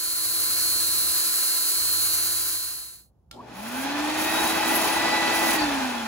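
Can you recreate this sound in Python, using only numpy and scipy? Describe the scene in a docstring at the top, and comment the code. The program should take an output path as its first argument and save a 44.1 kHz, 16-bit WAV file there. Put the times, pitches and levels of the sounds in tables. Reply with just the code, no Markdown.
"""A small electric drill whirs through a model railway board, close to the microphone, and fades out. A switch
clicks; a vacuum cleaner spins up, its nozzle hisses over the track, and it winds down. The drill is rotor and
gear lines over a rasp, with the board droning under the bit; the vacuum is fan tones in a roar of air. The
place is a quiet room, heard through a two-port stereo microphone."""
import sys
import numpy as np
from scipy import signal
from scipy.fft import rfft, irfft, next_fast_len
from scipy.io import wavfile
from scipy.ndimage import uniform_filter1d

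SR = 44100
rng = np.random.default_rng(int(sys.argv[2]) if len(sys.argv) > 2 else 0)


def wav_out(sig):
    """Save sig, one row per channel (or a flat mono array), as 16-bit PCM at SR to the path in sys.argv[1]."""
    wavfile.write(sys.argv[1], SR, np.round(np.clip(np.atleast_2d(sig).T, -1, 1) * 32767).astype(np.int16))


N = 268083
TIME, BINS = np.arange(N) / SR, np.fft.rfftfreq(N, 1 / SR)
SWITCH_S, OFF_S = 3.312, 5.52  # the vacuum's power comes on, goes off
FAN_HZ = 328.9  # turns a second at top speed
SPIN_UP_S, FLOW_UP_S = 0.3, 0.45  # time constants: the air flow builds more slowly than the fan


def amp(db):
    """Decibels to gain."""
    return 10 ** (np.asarray(db) / 20)


def unit(x):
    """Scales to rms 1."""
    return x / np.sqrt(np.mean(x ** 2) + 1e-20)


def tone(turns):
    """A sine of rms 1."""
    return np.sqrt(2) * np.sin(2 * np.pi * turns)


def follow(rows):
    """Each column of a curve table at every sample."""
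    times, *columns = np.transpose(rows)
    return [np.interp(TIME, times, column) for column in columns]


def held(start, end, edge):
    """Rises from 0 to 1 around start, holds, and falls back around end."""
    return np.clip(np.minimum(TIME - start, end - TIME) / edge + .5, 0, 1)


def spectrum(points):
    """A spectrum table at every frequency bin."""
    hz, value = np.transpose(points)
    return np.interp(np.log(BINS + 1), np.log(hz + 1), value)


def resonances(peaks, at=BINS):
    """Peaks and dips as a dB curve over frequency."""
    return sum(db / (1 + (2 * (at - hz) / width) ** 2) for hz, width, db in peaks)


def pan(side_db):
    """Left and right gains of constant total power; positive is left."""
    gains = amp(np.array([side_db, -side_db]) / 2).reshape(2, -1)
    return gains / np.sqrt(np.mean(gains ** 2, 0))


def drift(hz):
    """Random wander of rms 1, up to about the given rate."""
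    size = next_fast_len(N, True)
    rolloff = 1 + (np.fft.rfftfreq(size, 1 / SR) / hz) ** 4
    return unit(irfft(rfft(rng.standard_normal(size)) / rolloff, size)[:N])


def breathy(hz, width_hz):
    """A narrow band of turbulence of rms 1 around a steady or gliding pitch."""
    turns = np.cumsum(hz * np.ones(N)) / SR
    return (np.exp(2j * np.pi * turns) * (drift(width_hz) + 1j * drift(width_hz))).real


def puff(peak_s, length_s, hz, width_hz, db):
    """A band of noise that swells and vanishes."""
    return amp(db) * np.exp(-(2 * (TIME - peak_s) / length_s) ** 2) * breathy(hz, width_hz)


def at_ports(pair):
    """Spectra of two unrelated signals, mixed as the microphone's two ports share them."""
    # how alike the ports sound: (frequency [Hz], likeness [0-1])
    likeness = [(60, 1), (300, 0.64), (800, 0.32), (1700, 0.84), (3000, 0.33), (4100, 0.22), (5800, 0.083),
                (7300, 0.64), (8600, 1), (9600, 0.97), (11000, 1), (15500, 0.97)]
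    a, b = rfft(pair)
    same = np.clip(spectrum(likeness), 0, 1)
    return np.array([a, same * a + np.sqrt(1 - same ** 2) * b])


def noise():
    """Spectra of white noise at the two ports."""
    return at_ports(rng.standard_normal((2, N)))


def colour(spectra, shape_db, side_db=0.):
    """Shapes two spectra, places them, and returns sound of rms 1."""
    return unit(irfft(spectra * amp(shape_db) * pan(side_db), N))


def walls(x, count=500, t60=.35):
    """The room's sparse reflections, of random sign, dying away."""
    taps = np.zeros((2, SR // 3))
    delays = rng.integers(200, SR // 3, (2, count))
    np.put_along_axis(taps, delays, rng.choice([-1, 1], delays.shape) * amp(-60 * delays / SR / t60), 1)
    return signal.fftconvolve(x, taps / np.linalg.norm(taps[0]), axes=1)[:, :N]


def room_tone(level_db=-60.5):
    """The faint, low background of the room."""
    # background spectrum: (frequency [Hz], relative density [dB])
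    floor = [(20, -44), (45, -6.5), (60, 6.5), (90, -1.5), (160, -6), (300, -17), (800, -21), (2000, -46.5),
             (15000, -47.5)]
    return amp(level_db) * colour(noise(), spectrum(floor), side_db=-1.)


def hose_thuds(rise_s=0.049):
    """The hose is shifted and thuds softly."""
    # bumps of the hose: (time [s], level [dB])
    thuds = [(5.63, -46.5), (5.76, -53.5)]
    level = 0
    for peak_s, db in thuds:
        age = np.maximum((TIME - peak_s) / rise_s + 1, 0)
        level = level + amp(db) * age * np.exp(1 - age)
    shape_db = spectrum([(15, -52), (30, -20), (50, 6), (75, -6.0), (130, 0), (400, -43), (2000, -80)])
    return level * colour(noise(), shape_db, side_db=-1.)


def switch(ring_db=-34.5, snap_db=-32.0, room_db=-6.0, rattle_db=-52, rattle_s=3.334):
    """A dry snap that knocks the plastic body, rattles briefly and scatters round the room."""
    # modes of the body: (frequency [Hz], relative level [dB], time to fall 60 dB [s])
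    modes = [(1375, 0, 0.05), (2280, -8, 0.025), (2850, -6, 0.025), (3560, -7, 0.02), (4300, -6, 0.014),
             (5200, -9, 0.018), (7900, -5, 0.012)]
    # spectrum of the snap: (frequency [Hz], relative density [dB])
    snap_shape = [(300, 1), (1000, -12), (1400, 4), (2000, -4), (4000, 7.5), (6000, 0), (8200, 0),
                  (10000, -4), (15000, -13)]
    age = np.maximum(TIME - SWITCH_S, 0)
    ring = sum(amp(db - 60 * age / t60) * tone(hz * age) for hz, db, t60 in modes)
    snap = colour(noise(), spectrum(snap_shape)) * np.exp(-age / 0.0031) * np.clip(age / 0.0014, 0, 1)
    clack = amp(ring_db) * ring / abs(ring).max() + amp(snap_db) * snap
    rattle_age = TIME - rattle_s
    rattle = np.exp(-np.maximum(rattle_age, 0) / .014) * np.clip(rattle_age / .012 + 1, 0, 1)
    return clack + amp(room_db) * walls(clack) + amp(rattle_db) * rattle * breathy(3500, 550)


def inrush(hum_hz=120.2, hum_db=-54.5, overtone_db=1.5, rumble_db=-45.5, decay_s=0.84):
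    """The starting current makes the vacuum's motor hum at twice the mains rate and jolts its housing."""
    age = np.maximum(TIME - SWITCH_S, 0)
    turns = np.cumsum(hum_hz * (1 + 0.037 * drift(26.0))) / SR
    hum = tone(turns) + amp(overtone_db) * tone(2 * turns) * (1 + .5 * drift(25))
    rumble = colour(noise(), spectrum([(40, -16), (130, 1), (270, 8), (500, 6), (900, 6.5), (2500, -43)]))
    jolt = puff(peak_s=3.521, length_s=.04, hz=290, width_hz=170, db=-46)
    return (amp(hum_db) * hum + amp(rumble_db) * rumble) * np.exp(-age / decay_s) + jolt


def squeak(peak_s=3.406, peak_hz=1070, peak_db=-39.5, glide_hz_per_s=7000):
    """A short rising squeak as the fan gathers speed; it swells and breaks off."""
    rise_db_per_s, fall_db_per_s = 380, 1400
    age = np.clip(TIME - peak_s, -.1, .1)
    hz = (peak_hz + glide_hz_per_s * age) * (1 + .04 * drift(150))
    db = peak_db + np.minimum(rise_db_per_s * age, -fall_db_per_s * age)
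    return amp(db) * tone(np.cumsum(hz) / SR)


def rim_whistles():
    """Air whistles breathily over the nozzle's rim where the gap is narrowest."""
    # edge tones: (time [s], length [s], pitch [Hz], width [Hz], level [dB])
    whistles = [(4.693, 0.056, 9100, 900, -33), (4.762, 0.039, 12000, 2000, -24),
                (4.93, 0.044, 10040, 350, -33), (5.12, 0.046, 4700, 70, -35), (5.294, 0.052, 4300, 90, -36),
                (5.618, 0.074, 4520, 50, -34), (5.99, 0.08, 3390, 70, -46)]
    return sum(puff(*whistle) for whistle in whistles)


def hose_note(hz=843.0, width_hz=19.5):
    """The flow blows the hose's main standing wave into a hollow, fluttering note, left of centre."""
    # swell of the note: (time [s], level [dB])
    swell = [(3.35, -70), (3.45, -56), (3.475, -49), (3.51, -54), (3.7, -46), (4.1, -39), (4.9, -36),
             (5.22, -30.5), (5.45, -34.5), (6.08, -43)]
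    level = amp(follow(swell)[0]) * (1 + 0.18 * drift(22.0))
    return level * pan(4.5) * breathy(hz, width_hz)


def spin(rise_s, half_speed_s=1.15):
    """Share of full speed: an exponential approach under power, then coasting against air drag."""
    driven = 1 - np.exp(-np.clip(TIME - SWITCH_S, 0, OFF_S - SWITCH_S) / rise_s)
    return driven / (1 + np.maximum(TIME - OFF_S, 0) / half_speed_s)


def power_law(share, full_db, db_per_decade):
    """Level in dB of a sound that grows as a power of speed or flow."""
    return full_db + db_per_decade * np.log10(share + 1e-4)


def blade_wakes():
    """Eddies behind the blades sing breathily, gliding with the fan and fading fast as it slows."""
    # eddy bands: (multiple of fan speed, width [Hz], level at top speed [dB])
    bands = [(12.25, 48, -47.5), (14.4, 114, -43.5)]
    speed = spin(SPIN_UP_S)
    eddies = sum(amp(db) * breathy(order * FAN_HZ * speed, width) for order, width, db in bands)
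    return speed ** 3 * spin(FLOW_UP_S) ** 2 * eddies


def fan(blades=6, hum_law=(-34, 11), blade_law=(-39, 38), octave_law=(-50, 42), others_db=-44.5):
    """Unbalance hums once a turn; the blades whistle, and the room smears their glides."""
    # canister response that the tones glide through: (frequency [Hz], width [Hz], gain [dB])
    canister = [(262, 26, 4), (298, 22, 7), (900, 600, -12), (1370, 90, 5), (1570, 130, 5), (1770, 80, 3)]
    # the whistle and its octave swell and sink: (time [s], whistle gain [dB], octave gain [dB])
    swell = [(3.6, -8, 0), (3.78, 1, 0), (4.15, -2, 0), (4.28, 2, 10), (4.52, -4, 10.5), (4.7, 7.5, 3),
             (4.78, 6.5, 1), (4.84, 0, 4), (4.92, 0, 6), (4.97, 6.5, 10), (5.15, 10, 8), (5.38, 6.5, 7.5),
             (5.52, 9.5, 8), (5.6, 2, 3), (5.72, -1, 0)]
    radiates_hz, coast_db, coast_build_s = 198, 3.5, 0.13
    speed = spin(SPIN_UP_S)
    hz = FAN_HZ * speed
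    turns = np.cumsum(hz * (1 + 0.00067 * drift(27))) / SR

    def partial(law, order, flutter=0.064):
        """One multiple of the turn, lifted or held back by the canister."""
        db = power_law(speed, *law) + resonances(canister, order * hz)
        return amp(db) * tone(order * turns) * (1 + flutter * drift(39))

    whistle_db, octave_db = follow(swell)
    whistle = partial(blade_law, blades) * amp(whistle_db) * pan(-3.6)
    whistle += partial(octave_law, 2 * blades) * amp(octave_db + 3.5 * drift(7))
    hum = partial(hum_law, 1, flutter=0.072) * pan(-2.3)
    hum *= hz ** 8 / (hz ** 8 + radiates_hz ** 8)  # the canister is too small to radiate a lower hum
    hum *= amp(coast_db * np.clip((TIME - OFF_S) / coast_build_s, 0, 1))  # rings out more while coasting
    # unequal blades leave faint lines on other multiples of the turn
    others = sum(tone(order * turns + rng.random()) * (1 + .5 * drift(15)) for order in (2, 3, 8))
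    # while the speed changes, reflections lag in pitch and blur the whistle
    glide_hz_per_s = abs(uniform_filter1d(np.gradient(hz), size=2500)) * SR
    blurred = np.clip(glide_hz_per_s / 300, 0, .55)
    whistle = whistle * np.sqrt(1 - blurred) + walls(whistle * np.sqrt(blurred))
    return hum + whistle + amp(others_db) * speed ** 6 * others


def air(roar_law=(-26, 47.4), rush_law=(-27.5, 49.3), hiss_law=(-35.5, 70), turbulent_flow=0.24):
    """Turbulence grows with the flow and rings canister and hose; the nozzle hisses more near the track."""
    # low roar, mid rush, nozzle hiss and hiss of the gap at the track, each:
    # (frequency [Hz], relative density [dB])
    roar_shape = [(20, -47), (55, -17.5), (85, -15.5), (140, -18), (250, -1.5), (480, -8.5), (800, 0),
                  (1100, -5.5), (1600, -8.5), (3000, -46.5)]
    rush_shape = [(700, -29), (1400, -3), (2000, 3), (2700, -0.5), (3400, -1), (4100, -3), (5300, -5),
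                  (7500, -11), (15000, -21)]
    hiss_shape = [(2000, -18), (5000, 1.5), (8000, 9.5), (10000, 7.5), (11800, 2), (13200, 2.5), (15700, 0)]
    gap_shape = [(3000, -9), (6000, 1.5), (8000, 1.5), (9500, 6), (11500, 2.5), (13200, 3), (15700, 1.5)]
    # standing waves of canister and hose: (frequency [Hz], width [Hz], gain [dB])
    standing_waves = [(660, 80, 2), (850, 50, 3), (1000, 70, 3), (1480, 120, 3), (1764, 25, 5),
                      (2220, 130, -3), (2400, 110, 5), (2590, 130, 6.5), (2930, 90, -3), (3060, 60, 4.5),
                      (3380, 60, 4), (3490, 70, -4), (4100, 220, 3)]
    # the vacuum's place at the microphone: (frequency [Hz], left minus right [dB])
    balance = [(100, 2), (350, -9.5), (620, 5.5), (900, 2.5), (1400, 0.5), (3800, -1), (5300, -2),
               (7000, -0.5)]
    # nozzle close to the track: (start [s], end [s], extra hiss at start [dB], at end [dB])
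    passes = [(3.542, 3.858, 15.5, 8.5), (4.183, 4.362, 10.5, 9.5), (4.365, 4.558, 8, 7),
              (4.56, 4.67, 8.5, 3), (4.668, 4.785, 10, 7.5), (4.789, 5.013, 9.5, 4), (5.34, 5.567, 9.5, 8)]
    flow = spin(FLOW_UP_S)
    pipe_db, side_db = resonances(standing_waves), spectrum(balance)
    gust_db = drift(19)
    roar = colour(noise(), spectrum(roar_shape) + pipe_db, side_db)
    roar *= amp(power_law(flow, *roar_law) + gust_db)
    rush = colour(noise(), spectrum(rush_shape) + pipe_db, side_db)
    rush *= amp(power_law(flow, *rush_law) + gust_db / 2)
    hiss_db = power_law(flow, *hiss_law) + drift(56) + 1.5 * drift(7.4)
    near_db = sum(np.interp(TIME, [start, end], [first_db, last_db]) * held(start, end, edge=0.04)
                  for start, end, first_db, last_db in passes)
    gap = np.sqrt(np.maximum(amp(2 * near_db) - 1, 0)) * colour(noise(), spectrum(gap_shape), side_db)
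    hiss = colour(noise(), spectrum(hiss_shape), side_db)
    turbulent = flow ** 8 / (flow ** 8 + turbulent_flow ** 8)  # no hiss until the flow turns turbulent
    return roar + rush + turbulent * amp(hiss_db) * (hiss + gap)


def drill_fade(start_s=2.145, end_s=3.125):
    """The drill's sound fades out along half a cosine."""
    return .5 + .5 * np.cos(np.pi * np.clip((TIME - start_s) / (end_s - start_s), 0, 1))


def board(hum_hz=96.7, idle_db=-66.5, press_s=0.12):
    """The board drones unsteadily under the bit, louder and with a low grinding while it is pressed."""
    # the bit presses on the board: (start [s], end [s], hum [dB], grinding [dB])
    presses = [(0.196, 1.177, -58.5, -53.5), (1.777, 2.9, -55, -69)]
    # spectrum of the grinding: (frequency [Hz], relative density [dB])
    grind_shape = [(30, -24), (75, 2.5), (130, -8), (190, -6), (270, 1), (370, -4), (480, -5), (700, -5),
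                   (1500, -38)]
    turns = np.cumsum(hum_hz * (1 + 0.04 * drift(16.0))) / SR
    hum_level = amp(idle_db) + sum(amp(db) * held(start, end, press_s) for start, end, db, _ in presses)
    grind_level = sum(amp(db) * held(start, end, press_s) for start, end, _, db in presses)
    return drill_fade() * (hum_level * tone(turns) + grind_level * colour(noise(), spectrum(grind_shape)))


def commutator(turns, segments=11, trim_db=-0.7):
    """The commutator whines at one cycle for each passing segment."""
    # swell of the whine: (time [s], relative level [dB])
    swell = [(0.0, -36), (0.2, -34), (0.68, -30.3), (1.33, -35), (1.85, -32), (2.28, -33.7), (2.45, -38.5),
             (2.62, -38.5), (2.85, -48)]
    fade = drill_fade()
    dying = np.minimum(fade / np.interp(swell[-1][0], TIME, fade), 1)  # fades after the last point
    quiver = 1 + .05 * drift(45)
    return amp(follow(swell)[0] + trim_db) * dying * pan(-2.) * tone(segments * turns) * quiver


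def gear_teeth(shaft_turns, size=4096, harmonics=205):
    """Uneven teeth: a scrape comes round with each shaft turn and slowly changes, at even strength."""
    place = shaft_turns % 1 * size
    scrapes = irfft(rng.standard_normal((4, harmonics)) + 1j * rng.standard_normal((4, harmonics)), size)
    blend = np.array([drift(2.24) for _ in scrapes])
    blend /= np.linalg.norm(blend, axis=0)
    repeating = [np.interp(place, np.arange(size), scrape) for scrape in scrapes]
    return unit(np.sum(blend * repeating, axis=0))


def gear_rasp(turns, gear_ratio=5, rotor_throb=0.046, shaft_throb=0.02, chatter_db=0.7):
    """The gears rasp through the housing, throbbing with each turn of rotor and geared-down shaft."""
    # spectrum of the rasp: (frequency [Hz], relative density [dB])
    rasp_shape = [(25, -39), (120, -26), (215, -24.5), (310, -12.5), (520, -15.5), (900, -15.5), (1350, -6),
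                  (2000, -13), (3400, -11.5), (4150, -2), (4900, -3), (5500, -6), (7200, -2), (9500, 0.5),
                  (15700, -4)]
    # housing resonances: (frequency [Hz], width [Hz], gain [dB])
    housing = [(3650, 380, -6), (5380, 380, -6), (7720, 320, 2), (9350, 500, -3), (10000, 600, 6),
               (12500, 550, 7), (14000, 200, 3), (14750, 800, 3.5)]
    # the rasp's place at the microphone: (frequency [Hz], left minus right [dB])
    balance = [(100, 0), (600, -2), (1100, 3.5), (1700, 0), (3400, -0.5), (4600, -3), (6000, -5), (7500, 0)]
    # power that repeats with the teeth: (frequency [Hz], share [0-1])
    tooth_share = [(300, .04), (1500, .08), (3200, .3), (5500, .3), (8000, .35), (10000, .2), (15000, .15)]
    shaft_turns = turns / gear_ratio
    throb = 1 + rotor_throb * tone(turns) + shaft_throb * tone(shaft_turns)
    teeth = at_ports([gear_teeth(shaft_turns), gear_teeth(shaft_turns)])
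    share = spectrum(tooth_share)
    scrape = irfft(np.sqrt(1 - share) * noise() + np.sqrt(share) * teeth, N)
    scrape *= throb * amp(chatter_db * drift(28))
    return colour(rfft(scrape), spectrum(rasp_shape) + resonances(housing), spectrum(balance))


def rotor_lines(turns, play_turns=.0025):
    """Rotor, bearings and gears sing at set multiples of the rotor's speed."""
    # lines: (multiple of rotor speed, level against the drill's [dB], left minus right [dB])
    lines = [(.6, -36, 0), (.875, -24.5, 1), (1.75, -30.5, 8), (2, -36, 0), (2.625, -25, 8),
             (3.5, -31.5, 0), (3.8, -29, 0), (4, -31, 6), (4.375, -30, 2), (5.4, -36, 0), (5.7, -34, 0),
             (7, -28.5, -2), (8, -27.5, -2), (8.58, -32, 0), (8.8, -34, 0), (9.4, -32, -3),
             (9.8, -26.5, -4), (10, -15, -4), (10.2, -22.5, -7), (10.4, -27, -6), (10.5, -13.5, -6),
             (10.6, -23, -6), (11.6, -16.5, -10), (12, -21.5, -6), (12.8, -27, -10), (13, -19, -6),
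             (13.8, -30, -4), (14, -23, -4), (14.4, -29, -4), (15, -27, -8), (16, -23.5, -9), (17, -23, -1),
             (17.5, -24, -1), (18, -22, 0), (19, -24, 0), (20, -13.5, 1), (20.2, -22, 0), (21, -11.5, -1),
             (21.2, -19, 0), (21.4, -18.5, 0), (21.6, -21, 0), (22, -8.5, 0), (25.2, -20, -1),
             (32, -15.5, 0), (32.6, -22, 0), (36, -18, 0)]
    whir = 0
    for multiple, db, side_db in lines:
        loose_turns = turns + play_turns * drift(60)  # play in the gears blurs the high lines most
        flutter = 1 + .15 * drift(18)
        whir = whir + amp(db) * pan(side_db) * tone(multiple * loose_turns + rng.random()) * flutter
    return whir


def drill(level_db=-28, bite_db=-4.0, bite_s=0.56, rasp_db=5.0, jitter=0.00077):
    """The drill, close up: one rotor drives lines, whine and rasp; it builds as the bit bites, then fades."""
    # the rotor sags and recovers with the load: (time [s], speed [turns/s])
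    rotor_speed = [(0.0, 389.2), (0.4, 389.4), (0.53, 388.5), (0.68, 389.2), (0.83, 388.0), (0.95, 388.7),
                   (1.13, 388.4), (1.28, 389.8), (1.6, 389.6), (1.85, 389.1), (2.13, 388.1), (2.38, 389.4),
                   (2.6, 390.1), (2.73, 388.3), (2.88, 387.9)]
    turns = np.cumsum(follow(rotor_speed)[0] * (1 + jitter * drift(24.7))) / SR
    lines = rotor_lines(turns)
    level = amp(level_db + bite_db * np.maximum(1 - TIME / bite_s, 0)) * drill_fade()
    return commutator(turns) + level * (lines + amp(rasp_db) * gear_rasp(turns))


def scene():
    """The drill, then the vacuum cleaner from the moment it is switched on, over a quiet room."""
    drilling = drill() + board()
    click = switch()
    started = np.clip((TIME - SWITCH_S) / 0.055, 0, 1)
    vacuum = inrush() + fan() + blade_wakes() + air() + hose_note()
    vacuum += squeak() + rim_whistles() + hose_thuds()
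    return drilling + click + started * vacuum + room_tone()


def record(dry, top_hz=15800):
    """The microphone's two ports hear each frequency at a different phase; the top treble is cut off."""
    # phase between the ports: (frequency [Hz], left leads by [rad])
    phase_lead = [(80, 0), (400, .6), (1200, .4), (3000, 1), (4200, 2), (5200, 2.1), (6400, 0),
                  (7800, -2.4), (8200, -2.95), (8600, -3.14), (8900, -3.3), (10900, -6.28), (11500, -6.4),
                  (13000, -9.2), (13900, -9.6), (15300, -12.57)]
    half_lead = np.exp(.5j * spectrum(phase_lead))
    ported = irfft(rfft(dry) * np.array([half_lead, half_lead.conj()]), N)
    lowpass = signal.firwin(511, top_hz, window=("kaiser", 9), fs=SR)
    return signal.oaconvolve(ported, lowpass[None], "same")


dry = scene()
out = record(dry)
wav_out(out)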